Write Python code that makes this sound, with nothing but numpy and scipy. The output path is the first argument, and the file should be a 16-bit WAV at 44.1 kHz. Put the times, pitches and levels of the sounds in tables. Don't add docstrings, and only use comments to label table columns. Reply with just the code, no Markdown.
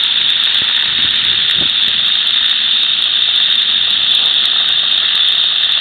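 import sys
import numpy as np
from scipy import signal
from scipy.fft import rfft, irfft, next_fast_len
from scipy.io import wavfile
from scipy.ndimage import uniform_filter1d

SR = 44100
rng = np.random.default_rng(int(sys.argv[2]) if len(sys.argv) > 2 else 0)


def persist_wave(psi):
    counts = np.round(np.clip(psi, -1, 1) * 32767).astype(np.int16)
    wavfile.write(sys.argv[1], SR, np.atleast_2d(counts).T)


N = 255956
TIME = np.arange(N) / SR
FFT_SIZE = next_fast_len(N, True)
FREQS = np.fft.rfftfreq(FFT_SIZE, 1 / SR)

# f/Hz, level/dB
HISS_SPECTRUM = [(1900, -39), (2250, -26), (2540, -16.5), (2720, -9.5), (2900, -11), (3100, -5), (3350, -2),
                 (3720, 0), (3850, -6), (4000, -25.5), (4200, -14), (4350, -16), (4600, -21)]
# t/s, half length/s, level/dB
JET_FLARE = (4.16, 0.075, 2.8)
# t/s, share (0 to 1)
LISTENER_TURN = [(0, 0.06), (1.3, .05), (2.2, .45), (3.8, .6), (4.6, 0.95), (5.8, 0.7)]
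# f/Hz, width/Hz, level/dB
CUT_RESONANCES = [(1250, 110, -4.5), (1513, 230, 1.5), (1820, 325, 9), (2000, 110, -3.5), (2690, 230, 4.5),
                  (2920, 280, 6.5), (4040, 500, 2.5)]
# f/Hz, level/dB
FLAME_BESIDE = [(250, -20.5), (400, -5), (550, -7.5), (760, -3.5), (860, -1), (960, 4.5), (1030, -11.5),
                (1150, 1.5), (1400, 7), (2400, -9)]
# f/Hz, level/dB
FLAME_IN_LINE = [(250, -12), (400, -6.5), (540, -9.5), (690, 1), (850, -3), (1000, -9), (1120, 1),
                 (1230, 4.5), (1500, 2), (2400, -13)]
# f/Hz, width/Hz, level/dB
MACHINE_RESONANCES = [(165, 43, -6.5), (230.4, 47, 1.5), (360, 74, -7)]
# f/Hz, level/dB
WIND_SPECTRUM = [(15, -33), (40, -4), (90, 0), (160, 1.5), (260, -8.5), (400, -8.5), (700, -29.5),
                 (1200, -44.5)]
# t/s, half length/s, level/dB
WIND_GUSTS = [(0.225, 0.067, -40), (1.019, 0.17, -37), (1.312, .18, -36.5), (1.607, .045, -29),
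              (1.936, 0.12, -40.5), (3.897, .25, -46), (4.697, 0.12, -47.5)]
# t/s, level/dB
JET_SPITS = [(0.037, -.5), (0.062, -2.5), (0.178, -2), (0.284, -2), (0.438, 0.5), (0.454, 0), (0.546, -0.5),
             (0.69, -1), (1.109, -0.4), (1.25, 1), (1.299, -2.6), (1.511, -1.3), (1.698, 0.5),
             (2.083, -1.3), (2.273, 1.5), (2.308, -1.3), (2.458, -2.5), (2.833, 0), (3.024, 0.5),
             (3.041, 0.5), (3.361, 0.5), (3.502, -2), (3.556, 0.5), (3.906, 0), (4.151, 4), (4.259, 1),
             (4.341, -0.3), (4.456, 1.5), (4.725, -1.5), (5.155, 1), (5.287, 2.3), (5.382, -0.5)]
# t/s, level/dB, f/Hz
SLAG_POPS = [(0.214, -7, 1900), (0.47, -11, 1710), (0.687, -22, 1810), (0.795, -20.5, 1410),
             (1, -12.5, 1910), (3.023, -12.5, 1700), (4.534, -15.5, 1173), (5.111, -11.5, 1760)]
# t/s, level/dB, fade time/s, upper edge f/Hz
WIND_BUMPS = [(0.617, -17, 0.0011, 560), (0.985, -23.5, 0.0084, 259), (1.045, -21, 0.0057, 260),
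              (1.609, -14, 0.0069, 441), (1.651, -21.5, 0.0069, 277), (1.875, -25, 0.0081, 451)]
# f/Hz, level/dB
RUSH_SPECTRUM = [(80, -21.5), (160, 1.5), (450, -0.5), (950, 2), (1300, -11), (2000, -27)]
# f/Hz, level/dB
RECORDER_RESPONSE = [(10, -16.5), (35, -1), (4320, 1), (4440, -9), (4560, -15.5), (4680, -29),
                     (5200, -55.5), (7000, -84)]


def from_db(db):
    return 10 ** (np.asarray(db) / 20)


def unit(x):
    return x / np.sqrt(np.mean(x ** 2) + 1e-20)


def white():
    return rng.standard_normal(N)


def filtered(x, gain):
    return irfft(rfft(x, FFT_SIZE) * gain, FFT_SIZE)[:N]


def colour(x, spectrum):
    hz, db = np.transpose(spectrum)
    return filtered(x, from_db(np.interp(np.log(FREQS + 1), np.log(hz), db)))


def ring(x, resonances):
    peaks = (from_db(db) / (1 + 2 * ((FREQS - hz) / width) ** 2) for hz, width, db in resonances)
    return filtered(x, np.sqrt(sum(peak ** 2 for peak in peaks)))


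def resonate(x, hz, width_hz):
    spin = np.exp(2j * np.pi * np.cumsum(hz) / SR)
    decay = np.exp(-np.pi * width_hz * np.pi / 2 / SR)
    smoothed = signal.lfilter([(1 - decay) ** 2], [1, -2 * decay, decay ** 2], x / spin)
    return (spin * smoothed).real


def drift(hz):
    return unit(filtered(white(), np.exp(-np.minimum(FREQS / hz, 10) ** 2)))


def swell(s, half_s):
    return np.exp(-np.minimum(abs(TIME - s) / half_s, 10) ** 2)


def add(mix, s, sound):
    part = mix[max(round(s * SR), 0):][:len(sound)]
    part += sound[:len(part)]


def slag_beats(rate_hz=62, wander=.07, jitter=.14, spread_db=2.5):
    cycles = np.cumsum(rate_hz * (1 + wander * drift(3))) / SR + jitter * drift(45)
    bead_count = np.floor(np.maximum.accumulate(cycles))
    clicks = np.diff(bead_count, prepend=bead_count[0])
    return clicks * from_db(spread_db * np.clip(drift(180), -2, 2))


def jet_hiss(beats, turn, surge_s=0.0018, whistle_hz=3593, sag_hz=110, waver_hz=30):
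    t = np.arange(-(SR // 100), SR // 100) / SR
    surges = signal.oaconvolve(beats, np.exp(-(t / surge_s) ** 2), "same")
    flow = (1 + 0.5 * surges) * from_db(0.8 * drift(110))
    flare_s, flare_half_s, flare_db = JET_FLARE
    flare = swell(flare_s, flare_half_s)
    pitch = whistle_hz - sag_hz * flare + waver_hz * drift(18)
    whistle = unit(resonate(colour(flow * white(), HISS_SPECTRUM), pitch, width_hz=135))
    low_hiss = (1 - turn) * unit(ring(flow * white(), [(2750, 900, 0)]))
    hiss = unit(colour(flow * white(), HISS_SPECTRUM))
    blend = unit(hiss + from_db(-2.5) * whistle + from_db(-12) * low_hiss)
    return from_db(-14 + 0.92 * turn + flare_db * flare) * blend


def cut_sputter(beats, turn, puff_s=0.00065, dull_hz=2800, beside_db=-26, in_line_db=-29):
    puff_shapes = signal.lfilter([1], [1, -np.exp(-1 / (puff_s * SR))], beats)
    steady = filtered(white(), 1 / (1 + (FREQS / dull_hz) ** 4))
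    drive = unit(beats) + from_db(-5) * unit(puff_shapes * white()) + from_db(4.5) * steady
    level_db = np.interp(turn, [0, 0.54], [beside_db, in_line_db]) + 1.2 * drift(2.6)
    return from_db(level_db) * unit(ring(drive, CUT_RESONANCES))


def flame_roar(turn, flutter_db=3.5):
    beside = from_db(-32.5) * unit(colour(white(), FLAME_BESIDE))
    in_line = from_db(-32) * unit(colour(white(), FLAME_IN_LINE))
    return ((1 - turn) * beside + turn * in_line) * from_db(flutter_db * drift(99))


def yard_hum(ease_at_s=5.0, ease_length_s=.2, drop_db=6):
    eased = np.clip((TIME - ease_at_s) / ease_length_s, 0, 1)
    return from_db(-45.5 - drop_db * eased) * unit(ring(white(), MACHINE_RESONANCES))


def wind_rumble(breeze_db=-49, lumps_db=1.7):
    gust_power = sum((from_db(db) * swell(s, half_s)) ** 2 for s, half_s, db in WIND_GUSTS)
    rumble = unit(colour(white(), WIND_SPECTRUM) * from_db(lumps_db * drift(27)))
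    return np.sqrt(from_db(breeze_db) ** 2 + gust_power) * rumble


def jet_spits(hz=3500, spread_hz=160, glide_hz=250, half_s=0.0011, choke_s=0.0024, faint_count=20):
    chirps, share = np.zeros(N), np.zeros(N)
    t = np.arange(-(SR // 100), SR // 100) / SR
    shape = np.exp(-(t / half_s) ** 2)
    choke = 0.17 * np.exp(-(2 * t / choke_s + 2) ** 2)
    faint_spits = [(s, -3.0) for s in rng.random(faint_count) * N / SR]
    for s, db in list(JET_SPITS) + faint_spits:
        detune, glide, phase = rng.uniform(-1, 1, 3)
        pitch = hz + spread_hz * detune + glide_hz * glide * np.tanh(t / half_s)
        tone = np.sin(2 * np.pi * np.cumsum(pitch) / SR + np.pi * phase)
        add(chirps, s + t[0], from_db(db - 0.52) * shape * tone)
        add(share, s + t[0], shape + choke)
    return chirps, np.minimum(share, 1)


def slag_pops(rise_s=0.00029):
    out, t = np.zeros(N), np.arange(SR // 100) / SR
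    shape = t / rise_s * np.exp(1 - t / rise_s)
    for s, db, hz in SLAG_POPS:
        add(out, s, from_db(db) * shape * np.sin(2 * np.pi * hz * t))
    return out


def wind_bumps(low_hz=85, ragged=0.67):
    out, t = np.zeros(N), np.arange(SR // 8) / SR
    for s, db, fade_s, top_hz in WIND_BUMPS:
        band = signal.butter(2, [low_hz, top_hz], "bandpass", fs=SR, output="sos")
        push = signal.sosfilt(band, signal.unit_impulse(len(t), SR // 500))
        puff = signal.sosfilt(band, rng.standard_normal(len(t)) * t / fade_s * np.exp(-t / fade_s))
        bump = push / abs(push).max() + ragged * puff / abs(puff).max()
        add(out, s, from_db(db) * bump / abs(bump).max())
    return out


def low_rush(peak_s=4.24, half_s=.07):
    noise = unit(colour(white(), RUSH_SPECTRUM))
    return from_db(-35) * noise / (1 + ((TIME - peak_s) / half_s) ** 2)


def scene():
    turn = np.interp(TIME, *np.transpose(LISTENER_TURN))
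    beats = slag_beats()
    chirps, spit_share = jet_spits()
    jet = jet_hiss(beats, turn) * (1 - spit_share) + chirps
    sputter = cut_sputter(beats, turn) * (1 + spit_share ** 2)
    torch = jet + sputter + slag_pops() + flame_roar(turn)
    return (torch + low_rush() + yard_hum() + wind_rumble() + wind_bumps())[None]


def record(dry, threshold=0.57, squeeze=0.62, ceiling=.71, lopsided=0.019, top_hz=15900):
    envelope = abs(signal.hilbert(dry[0], FFT_SIZE)[:N])
    overload = np.maximum(envelope / threshold, 1)
    limited = dry[0] / uniform_filter1d(overload, size=30) ** squeeze
    narrowed = colour(limited, RECORDER_RESPONSE)
    clipped = np.clip(narrowed, -ceiling - lopsided, ceiling - lopsided)
    low_pass = signal.firwin(511, top_hz, window=("kaiser", 9), fs=SR)
    return signal.oaconvolve(clipped, low_pass, "same")[None]


dry = scene()
out = record(dry)
persist_wave(out)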